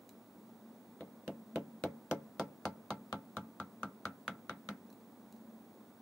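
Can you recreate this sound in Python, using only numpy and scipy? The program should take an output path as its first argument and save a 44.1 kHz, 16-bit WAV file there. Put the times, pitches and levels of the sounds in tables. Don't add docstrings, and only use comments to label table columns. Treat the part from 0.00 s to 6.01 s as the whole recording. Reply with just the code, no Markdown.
import sys
import numpy as np
from scipy import signal
from scipy.fft import rfft, irfft, next_fast_len
from scipy.io import wavfile
from scipy.ndimage import map_coordinates

SR = 44100
rng = np.random.default_rng(int(sys.argv[2]) if len(sys.argv) > 2 else 0)


def generate_wav(signal):
    frames = np.transpose(np.atleast_2d(signal))
    scaled = np.clip(frames, -1, 1) * 32767
    pcm = np.round(scaled).astype(np.int16)
    wavfile.write(sys.argv[1], SR, pcm)


N = 265041
T = np.arange(SR // 2) / SR

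# (frequency [Hz], relative level [dB])
AIR_EQ = [(25, -38), (55, -21.5), (80, -31), (110, -15), (135, -21), (215, -4), (350, -14), (950, -21),
          (1600, -30.5), (2900, -40.5), (3600, -36.5), (4800, -41.5), (12500, -41), (15400, -37.5)]
# (frequency [Hz], coherence [clipped at 1])
AIR_COHERENCE = [(60, 1.1), (300, 0.92), (700, 1.06), (1400, 0.82), (3000, -0.05), (7000, 0.76),
                 (15000, 0.34)]
# (frequency [Hz], left minus right [dB])
AIR_PAN = [(700, -0.5), (1300, 1), (2400, -5.5), (4400, -2), (8000, 0), (14000, -1.5)]
# (time [s], level [dB])
DRONE_RIDE = [(0, -63), (1, -68.5), (1.6, -54), (2.5, -63.5), (4.8, -62), (6, -70.5)]
# (frequency [Hz], level [dB])
WHINE_TONES = [(15704, -77), (15644, -89)]
# (frequency [Hz], t60 [s])
ROOM_DECAY = [(150, 0.76), (500, 0.42), (1400, 0.3), (3000, 0.11), (7000, 0.1), (14000, 0.17)]
# (delay [s], knock gain [ratio], clank gain [ratio])
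EARLY_ECHOES = [(.0082, -0.57, 0.033), (0.0138, 0.94, 0.24), (0.023, .75, 0.1)]
# (time [s], level [dB])
TIP_TOUCHES = [(0.0921, -48.5), (4.9025, -56.5), (4.9277, -58.5), (5.3254, -57), (5.364, -64)]
# (frequency [Hz], gain [dB])
TICK_EQ = [(500, -49), (2800, -5), (3500, -16), (4000, 5.5), (4700, -8), (6500, -4), (10000, -9.5),
           (16000, -4.5)]
CRACK_EQ = [(400, -23), (1700, -2.5), (2150, -1.5), (2600, 0), (3300, 1.5), (4100, 0), (5400, -8.5),
            (6100, -5.5), (8000, -15.5), (8900, -12), (10500, -19), (12700, -20), (13800, -41),
            (16000, -10)]
FAR_SIDE_EQ = [(1500, 9.5), (4000, -11), (8000, -1.5), (13000, 3)]
# (frequency [Hz], relative level [dB], t60 [s])
BENCH_MODES = [(94.3, -6.5, 0.21), (128, -7, 0.26), (149.3, -14.5, 0.36), (178.1, -4.5, 0.33),
               (188.7, -1.5, 0.32), (206.7, 7.5, 0.19), (263.2, -7.5, 0.25), (273.5, -6, 0.47)]
VISE_MODES = [(149.6, -23, 0.44), (227.5, -19, 0.17), (295.8, -15.5, 0.24), (365.4, -30.5, 0.23),
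              (433.6, 0.6, 0.1), (498.8, -19, 0.2), (551.4, -13.5, 0.22), (581, -17, 0.19), (664, 2, 0.037),
              (687.7, -7, 0.1)]
JAW_MODES = [(740, -2.5, 0.069), (841.8, -1, 0.096), (875, -12.5, 0.24), (950, -3.5, 0.11),
             (1054, -6.5, 0.086)]
GEAR_MODES = [(1185, -31, .13), (1260, -30, .11), (1335, -13.5, .16), (1368, -16.5, .15), (1405, -27, .11),
              (1568, -17, .11)]
SHAFT_MODES = [(2100, 3, 0.14), (2180, 3, 0.1), (2530, -13, 0.042), (3020, -6, 0.083), (3810, -1, 0.055),
               (3880, -18, 0.043), (5300, -30, 0.034), (5890, -9, 0.046), (8770, -7, 0.024),
               (8990, 3.5, 0.04)]
# (frequency [Hz], relative level [dB], t60 [s])
BENCH_PUNCH = [(225, -3, 0.023)]
VISE_PUNCH = [(196, -2, 0.01), (453, 13, 0.0089)]
JAW_PUNCH = [(667, 7.6, 0.011)]
GEAR_PUNCH = [(1174, 8.8, 0.013), (1363, 7.5, 0.014)]
# (seating [0 loose, 1 tight],
# crack [dB], bench thud [dB], vise knock [dB], jaw clack [dB], gear clank [dB], clank pitch [ratio],
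# bite of the crack [dB])
SEATING_MIX = [ (.1, -37, -40.5, -26.5, -44.5, -46.5, 1.114, 1),
               (.28, -33, -43, -25.5, -34, -37.5, 1.056, 0.5),
               (.5, -33.3, -42.5, -34.5, -31.5, -33, 0.98, -3),
               (.73, -39, -42.5, -40.5, -42.5, -30, 1.04, 0), (.86, -34, -47, -40.5, -44.5, -30.5, 1.07, 8),
               (1, -34, -43.5, -39, -45.5, -34.5, 1.073, 6.5)]
# (time [s], force [dB], treble drive [dB], accent frequency [Hz], accent boost [dB])
HAMMER_HITS = [ (1.0076, -11.5, -12, 3900, 9), (1.2783, -5.5, 6, 2840, 7.5), (1.5584, -0.5, 4, 2910, 10.5),
               (1.838, 0, 0, 3920, 2), (2.112, 0.5, 4, 5600, 6.5), (2.3963, 0, 4, 5030, 7.5),
               (2.6536, -0.5, 3, 4700, 8), (2.9051, -1.5, 0, 4600, 4.5), (3.1272, -1.5, -6, 3500, 4.5),
               (3.3684, -2.5, 4, 3250, 6), (3.6, -3.5, -3, 4040, 4.5), (3.8316, -1, 0.5, 3860, 0.5),
               (4.054, -0.5, 5, 3870, 3.5), (4.2793, 0, 3.5, 3420, 7), (4.495, -2, -4, 3520, 6.5),
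               (4.6888, -3, 1, 4970, 4)]


def amp(db):
    return 10 ** (np.asarray(db) / 20)


def unit(x):
    return x / np.sqrt(np.mean(x ** 2) + 1e-20)


def along(points, hz):
    freqs, values = np.transpose(points)
    return np.interp(np.log(hz + 1), np.log(freqs + 1), values)


def bell(hz, centre_hz, width):
    return np.exp(-(np.log((hz + 1) / centre_hz) / width) ** 2)


def pan(lean_db):
    return amp(np.array([[1], [-1]]) * lean_db / 2)


def filtered(x, response):
    n = x.shape[-1]
    size = next_fast_len(n + 8192)
    return irfft(rfft(x, size) * response(np.fft.rfftfreq(size, 1 / SR)), size)[..., :n]


def add(track, start_s, sound):
    part = track[:, round(start_s * SR):][:, :sound.shape[-1]]
    part += sound[..., :part.shape[-1]]


def wobble(rate_hz):
    knots = rng.standard_normal(int(N * rate_hz / SR) + 4)
    return map_coordinates(knots, [np.arange(N) * rate_hz / SR])


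def click(colour):
    gain = colour(np.fft.rfftfreq(len(T), 1 / SR))
    cepstrum = irfft(np.log(np.maximum(gain, 1e-6)))
    cepstrum[1:len(T) // 2] *= 2
    cepstrum[len(T) // 2:] = 0
    pulse = irfft(np.exp(rfft(cepstrum)))
    return pulse / np.linalg.norm(pulse)


def burst(colour, t60):
    snap = rng.standard_normal(len(T)) * amp(-60 * T / t60)
    return signal.fftconvolve(snap, click(colour))[:len(T)]


def ring(modes, scatter_db, attack_s, detune=0):
    hz, db, t60 = np.transpose(modes)[:, :, None]
    polarity = (-1) ** np.arange(len(hz))[:, None]
    envelope = amp(db + scatter_db * rng.standard_normal(hz.shape) - 60 * T / t60)
    hz = hz * (1 + detune * rng.standard_normal(hz.shape))
    partials = polarity * envelope * np.sin(2 * np.pi * hz * T)
    return partials.sum(axis=0) * (1 - np.exp(-T / attack_s))


def reverb(x, width):
    hz, t, noise = signal.stft(rng.standard_normal((2, len(T))), SR, nperseg=256)
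    decay = amp(-60 * t / along(ROOM_DECAY, hz)[:, None])
    mid, side = signal.istft(noise * decay, SR, nperseg=256)[1][:, :len(T)]
    side = filtered(side, lambda f: width * f / np.hypot(f, 2000))
    tail = np.array([mid + side, mid - side]) * (1 - np.exp(-T / 0.0049))
    return signal.fftconvolve(x[None], tail / np.linalg.norm(tail[0]), axes=1)[:, :len(T)]


def echoed(x, column):
    return x + sum(echo[column] * np.pad(x, (round(echo[0] * SR), 0))[:len(x)] for echo in EARLY_ECHOES)


def air():
    def mid_side_gains(hz):
        spread = np.arccos(np.clip(along(AIR_COHERENCE, hz), -1, 1)) / 2
        return amp(along(AIR_EQ, hz)) * [np.cos(spread), np.sin(spread)]

    mid, side = filtered(rng.standard_normal((2, N)), mid_side_gains)
    bed = filtered(np.array([mid + side, mid - side]), lambda hz: pan(along(AIR_PAN, hz)))
    return amp(-58) * unit(bed)


def drone():
    pitch_hz, half_width_hz = 226.9, 5.9
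    swell_at_s, swell_half_s, swell_db = 5.46, 0.21, -55
    t = np.arange(N) / SR
    noise = rng.standard_normal(N)
    murk = unit(filtered(noise, lambda hz: 1 / (1 + ((hz - pitch_hz) / half_width_hz) ** 2)))
    hum = unit(np.sin(2 * np.pi * pitch_hz * t + 0.4 * wobble(rate_hz=8)))
    swell = np.exp(-((t - swell_at_s) / swell_half_s) ** 2)
    fader = amp(np.interp(t, *np.transpose(DRONE_RIDE)))
    return fader * (1 - swell) * murk + amp(swell_db) * swell * hum


def whine():
    t = np.arange(N) / SR
    return sum(amp(db) * np.sin(2 * np.pi * hz * t) for hz, db in WHINE_TONES) * pan(lean_db=-18.5)


def tip_ticks():
    track = np.zeros((2, N))
    for start_s, db in TIP_TOUCHES:
        tick = amp(db) * burst(lambda hz: amp(along(TICK_EQ, hz)), t60=0.016)
        add(track, start_s, tick + amp(-4.5) * reverb(tick, width=1.0))
    return track


def vise_and_bench(thud_db, knock_db, clack_db):
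    knock = amp(knock_db) * ring(VISE_PUNCH, scatter_db=0, attack_s=0.00081)
    clack = amp(clack_db) * ring(JAW_PUNCH, scatter_db=1.3, attack_s=0.00043)
    thud = amp(thud_db) * ring(BENCH_PUNCH, scatter_db=2, attack_s=0.0008)
    vise = amp(knock_db) * ring(VISE_MODES, scatter_db=1.5, attack_s=0.0035)
    jaws = amp(clack_db) * ring(JAW_MODES, scatter_db=1, attack_s=0.0043, detune=0.0094)
    bench = amp(thud_db) * ring(BENCH_MODES, scatter_db=2.5, attack_s=0.0021)
    tail = amp(-10) * reverb(knock + clack, width=3)
    return echoed(knock, column=1) + clack + thud + vise + jaws + bench + tail


def gear(clank_db, clank_pitch):
    punch_modes = np.array(GEAR_PUNCH) * [clank_pitch, clank_pitch, 1]
    clank = amp(clank_db) * ring(punch_modes, scatter_db=-0.3, attack_s=0.00077)
    ring_out = amp(clank_db + 2) * ring(GEAR_MODES, scatter_db=0.8, attack_s=0.003)
    tail = amp(-17) * reverb(clank, width=1.2)
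    return echoed(clank, column=2) * pan(lean_db=3.8) + ring_out + tail


def steel_zing(knock_db):
    zing = burst(lambda hz: 1 / (1 + ((hz - 13650) / 160) ** 2), t60=0.068)
    return amp(knock_db - 35) * zing * pan(lean_db=-10)


def screwdriver(crack_db, treble_db, bite_db, accent_hz, accent_db):
    def colour(hz):
        shelf = treble_db * along([(4000, 0.15), (7000, 0.71)], hz)
        bite = bite_db * bell(hz, centre_hz=1870, width=0.35)
        return amp(along(CRACK_EQ, hz) + shelf + bite)

    def accented(hz):
        return colour(hz) * amp(accent_db * bell(hz, accent_hz, width=0.13))

    snap = click(accented)
    near = amp(4) * snap + amp(-1.5) * burst(accented, t60=0.013)
    far = amp(-22) * near + amp(-2.5) * burst(accented, t60=0.013)
    far = filtered(far, lambda hz: amp(along(FAR_SIDE_EQ, hz)))
    slap_s = 0.0047
    slap = amp(-12) * filtered(burst(colour, t60=0.016), lambda hz: np.exp(-2j * np.pi * hz * slap_s))
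    shaft = np.array([ring(SHAFT_MODES, scatter_db=5, attack_s=0.002) for ear in range(2)])
    tail = amp(8) * reverb(snap, width=1.08)
    return amp(crack_db + 4.5) * (np.array([near, far + slap]) + tail + amp(-31.5) * shaft)


def hammering():
    track = np.zeros((2, N))
    driven = np.cumsum([amp(hit[1]) for hit in HAMMER_HITS])
    stages, *curves = np.transpose(SEATING_MIX)
    for hit, seating in zip(HAMMER_HITS, driven / driven[-1]):
        start_s, force_db, treble_db, accent_hz, accent_db = hit
        *levels, clank_pitch, bite_db = [np.interp(seating, stages, curve) for curve in curves]
        crack_db, thud_db, knock_db, clack_db, clank_db = force_db + np.array(levels)
        add(track, start_s, screwdriver(crack_db, treble_db, bite_db, accent_hz, accent_db))
        body = vise_and_bench(thud_db, knock_db, clack_db)
        add(track, start_s + 0.00023, body + gear(clank_db, clank_pitch) + steel_zing(knock_db))
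    return track


def scene():
    return hammering() + tip_ticks() + air() + drone() + whine()


def record(dry):
    low_cut_hz, top_hz = 63, 16300
    trimmed = signal.sosfilt(signal.butter(3, low_cut_hz, "highpass", fs=SR, output="sos"), dry)
    return filtered(trimmed, lambda hz: amp(np.interp(hz, [15750, 16000], [0, -18])) * (hz < top_hz))


dry = scene()
out = record(dry)
generate_wav(out)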